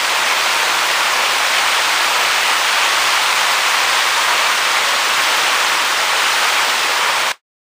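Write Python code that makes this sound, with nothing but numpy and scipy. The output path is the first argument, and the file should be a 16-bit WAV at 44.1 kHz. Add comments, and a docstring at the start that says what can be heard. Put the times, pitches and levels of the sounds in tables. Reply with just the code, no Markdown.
"""Night rain from under the eaves

Heavy rain on one mono microphone, sheltered by the overhang. Far out in the yard countless drops merge
into a wash; nearer ones spatter on wet ground and drum dully on the roof overhead. Close by, a row of
streams runs off the edge, breaks into blobs and slaps into puddles. The sound cuts off near the end."""
import sys
import numpy as np
from scipy import signal
from scipy.io import wavfile
from scipy.ndimage import uniform_filter1d

SR = 44100
rng = np.random.default_rng(int(sys.argv[2]) if len(sys.argv) > 2 else 0)


def persist_wave(psi):
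    """Save psi, clipped to +-1, as 16-bit WAV."""
    counts = np.round(np.clip(psi, -1, 1) * 32767).astype(np.int16)
    wavfile.write(sys.argv[1], SR, np.atleast_2d(counts).T)


N = 342655


def gain_of(db):
    """Decibels to amplitude."""
    return 10 ** (np.asarray(db) / 20)


def unit_rms(x):
    """Scales to rms 1."""
    return x / np.sqrt(np.mean(x ** 2) + 1e-20)


def spectrum_db(points, hz):
    """Reads a spectrum on a log-frequency axis."""
    freq_hz, level_db = np.transpose(points)
    return np.interp(np.log(hz + 1), np.log(freq_hz + 1), level_db)


def colour(x, db_at):
    """Minimum-phase filter with the gain db_at(hz), so that clicks keep their sharp front."""
    hz = abs(np.fft.fftfreq(4096, 1 / SR))
    log_gain = np.log(gain_of(db_at(hz)))
    taps = np.fft.ifft(np.exp(np.conj(signal.hilbert(log_gain)))).real
    return signal.oaconvolve(x, taps[:len(taps) // 2])[:N]


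def wander(top_hz, count=24):
    """Slow random drift of rms 1, no faster than top_hz."""
    t = np.linspace(0, N / SR, N // 128)
    rates_hz = np.geomspace(top_hz / 10, top_hz, count)
    drift = sum(np.sin(2 * np.pi * (hz * t + rng.random())) / np.sqrt(hz) for hz in rates_hz)
    return np.interp(np.arange(N) / SR, t, unit_rms(drift))


def impacts(per_s, spread_db):
    """Random clicks of either sign: many small, a few large."""
    size = gain_of(spread_db * np.minimum(rng.exponential(1, N), 3))
    return size * rng.choice([-1, 1], N) * (rng.random(N) < per_s / SR)


# A drop on the roof, heard from below through the roofing: freq_hz, level_db
ROOF_SPECTRUM = [(40, -29), (105, -30), (135, -16.5), (180, -19), (235, -8.5), (280, -10.5), (345, -3),
                 (410, -4), (490, 0.5), (640, -2), (900, -12), (3000, -40)]

def roof_patter(per_s, spread_db):
    """Overhead, drops thud on the roof and run together into a low patter."""
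    return unit_rms(colour(impacts(per_s, spread_db), lambda hz: spectrum_db(ROOF_SPECTRUM, hz)))


def facing_yard(t, out_s, out_takes_s, back_s, back_takes_s):
    """How far the microphone has turned from the roof to the open yard, 0-1."""
    return np.clip((t - out_s) / out_takes_s, 0, 1) - np.clip((t - back_s) / back_takes_s, 0, 1)


# Rain on the wet ground of the yard, far and near alike: freq_hz, level_db
RAIN_SPECTRUM = [(25, -38), (100, -31), (180, -28.5), (330, -19.5), (500, -14.5), (720, -5.5), (1050, -1.5),
                 (1550, -3), (2300, -2.4), (3300, -5), (5250, -10.5), (9300, -17.5), (15000, -17.5)]

def far_wash(patchy_db, flicker_db):
    """Far out in the yard: drops too many to tell apart, a little denser here and there."""
    bins, frames = 257, N // 128 + 5
    real, imag, patches = rng.standard_normal((3, bins, frames))
    patches = uniform_filter1d(patches, size=9, axis=0)  # smooth across frequency
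    patches = unit_rms(uniform_filter1d(patches, size=24, axis=1))  # and across time
    flicker = unit_rms(uniform_filter1d(rng.standard_normal(frames), size=8))
    spectra = (real + 1j * imag) * gain_of(patchy_db * patches + flicker_db * flicker)
    hiss = signal.istft(spectra, nperseg=512, noverlap=384)[1][:N]
    return unit_rms(colour(hiss, lambda hz: spectrum_db(RAIN_SPECTRUM, hz)))


def near_spatter(per_s, spread_db, cycles, bright_db, count=36):
    """On the ground nearby each drop ticks for a few cycles; smaller ones are higher and more numerous."""
    t, ticks = np.arange(SR // 40) / SR, np.zeros(N)
    pitches_hz = np.geomspace(900, 15000, count)
    for hz in pitches_hz:
        tick = np.exp(-hz * t / cycles) * np.sin(2 * np.pi * hz * t)
        drops = impacts(per_s * hz / pitches_hz.sum(), spread_db)
        ticks += np.sqrt(hz) * signal.oaconvolve(drops, tick)[:N]
    spatter = colour(ticks, lambda hz: spectrum_db(RAIN_SPECTRUM, hz) + bright_db * np.log2(1 + hz / 2000))
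    return unit_rms(spatter)


def puddle_bubbles(per_s, low_hz, high_hz, cycles, rise, spread_db, count=60):
    """Air trapped in the puddles rings briefly and rises in pitch as it nears the surface."""
    t, plinks = np.arange(SR // 12) / SR, np.zeros(N)
    for hz in np.geomspace(low_hz, high_hz, count):
        age = hz * t / cycles
        glide = 1 + rise * np.minimum(age, 6)
        ring = np.exp(-age) * np.sin(2 * np.pi * hz * t * glide)
        plinks += signal.oaconvolve(impacts(per_s / count, spread_db), ring)[:N]
    return unit_rms(plinks)


def eaves_echo(x, wet_db, t60_s):
    """The wall and the overhang return a short diffuse tail, different for every spot on the ground."""
    t = np.arange(SR // 4) / SR
    tail = rng.standard_normal(len(t)) * gain_of(-60 * t / t60_s) * (t > .004)
    return x + gain_of(wet_db) * signal.oaconvolve(x, tail / np.linalg.norm(tail))[:N]


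# Gushes off the edge of the roof: crest_s, rise_db
RUNOFF_GUSHES = [(0.6, 2.5), (2.24, 3.4), (3.05, 1.3), (3.87, 3), (4.35, 3.5), (7.11, 4)]

def gush_db(t, length_s):
    """Now and then extra water comes over the edge: a smooth swell and ebb."""
    return sum(rise_db * np.cos(np.pi * np.clip((t - crest_s) / length_s, -.5, .5)) ** 2
               for crest_s, rise_db in RUNOFF_GUSHES)


# A blob of water slapping into a puddle close to the microphone: freq_hz, level_db
SLAP_SPECTRUM = [(100, -41), (280, -27), (400, -18.5), (500, -10), (630, -6), (700, -9.5), (850, -2.5),
                 (1020, -1.5), (1330, -4), (1650, -6.5), (2300, -9), (4000, -19), (9000, -27), (15000, -36)]

def runoff_streams(blobs_per_s, spread_db, surge_db, spray, spray_s, count=12):
    """Each stream off the eaves swells and thins on its own; every blob slaps down and throws spray."""
    t, row = np.arange(SR // 25) / SR, np.zeros(N)
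    spray_decay = np.exp(-t / spray_s) / (spray_s * SR)
    for _ in range(count):
        slaps = impacts(blobs_per_s, spread_db) * gain_of(surge_db * np.tanh(wander(top_hz=9)))
        spray_power = signal.oaconvolve(slaps ** 2, spray_decay)[:N]  # jumps at each slap, then dies
        splash = slaps + spray * np.sqrt(abs(spray_power)) * rng.standard_normal(N)
        row += eaves_echo(splash, wet_db=-6.0, t60_s=.18)
    return unit_rms(colour(row, lambda hz: spectrum_db(SLAP_SPECTRUM, hz)))


# How hard it pours on the yard, in a few slow swells: time_s, level_db
DOWNPOUR = [(0.0, -18.2), (0.4, -17.5), (1.0, -17.5), (2.6, -17.0), (3.1, -16.5), (4.0, -17), (4.95, -17.5),
            (5.4, -16.5), (5.95, -18), (6.4, -16.5), (6.8, -18), (7.3, -19)]

def scene():
    """From under the eaves: one downpour drives rain and runoff; the roof fades as we face the yard."""
    t = np.arange(N) / SR
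    pour_db = np.interp(t, *np.transpose(DOWNPOUR))
    flow_db = 0.4 * (pour_db - pour_db.mean())  # the roof evens out each swell
    turned = facing_yard(t, out_s=1.2, out_takes_s=2.2, back_s=4.3, back_takes_s=0.6)
    far = gain_of(-0.78) * far_wash(patchy_db=0.9, flicker_db=0.3)
    near = gain_of(-4.5) * near_spatter(per_s=8000, spread_db=3.5, cycles=1.9, bright_db=0.16)
    slaps = runoff_streams(blobs_per_s=150, spread_db=2.0, surge_db=2.5, spray=0.86, spray_s=0.0062)
    plinks = puddle_bubbles(per_s=400, low_hz=879, high_hz=3407, cycles=13.5, rise=0.014, spread_db=1.8)
    puddles = gain_of(-2.5) * slaps + gain_of(-8) * plinks
    roof = gain_of(-35 - 4.5 * turned) * roof_patter(per_s=1500, spread_db=2.5)
    rain = gain_of(pour_db) * (far + near)
    runoff = gain_of(-21 + flow_db + gush_db(t, length_s=0.26)) * puddles
    return np.tile(roof + rain + runoff, (2, 1))


# The microphone's treble, with one broad dip: freq_hz, gain_db
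MIC_RESPONSE = [(9000, 0.5), (9850, -0.5), (10200, -6.5), (11050, -8), (11700, -15.5), (12700, -7.5),
                (13200, -10.5), (14400, -1), (15400, -4.5)]

def record(dry, stop_s=7.319, top_hz=15470):
    """Microphone colour, an abrupt stop with a brief faint fade, and the band limit."""
    sound = np.array([colour(channel, lambda hz: spectrum_db(MIC_RESPONSE, hz)) for channel in dry])
    after_s = np.maximum(np.arange(N) / SR - stop_s, 0)
    fade = gain_of(-12.5 - 350 * after_s) * np.maximum(1 - after_s / 0.098, 0)
    sound *= np.where(after_s > 0, fade, 1)
    low_pass = signal.firwin(1023, top_hz, window=("kaiser", 9), fs=SR)
    return signal.oaconvolve(sound, low_pass[None], "same")


dry = scene()
out = record(dry)
persist_wave(out)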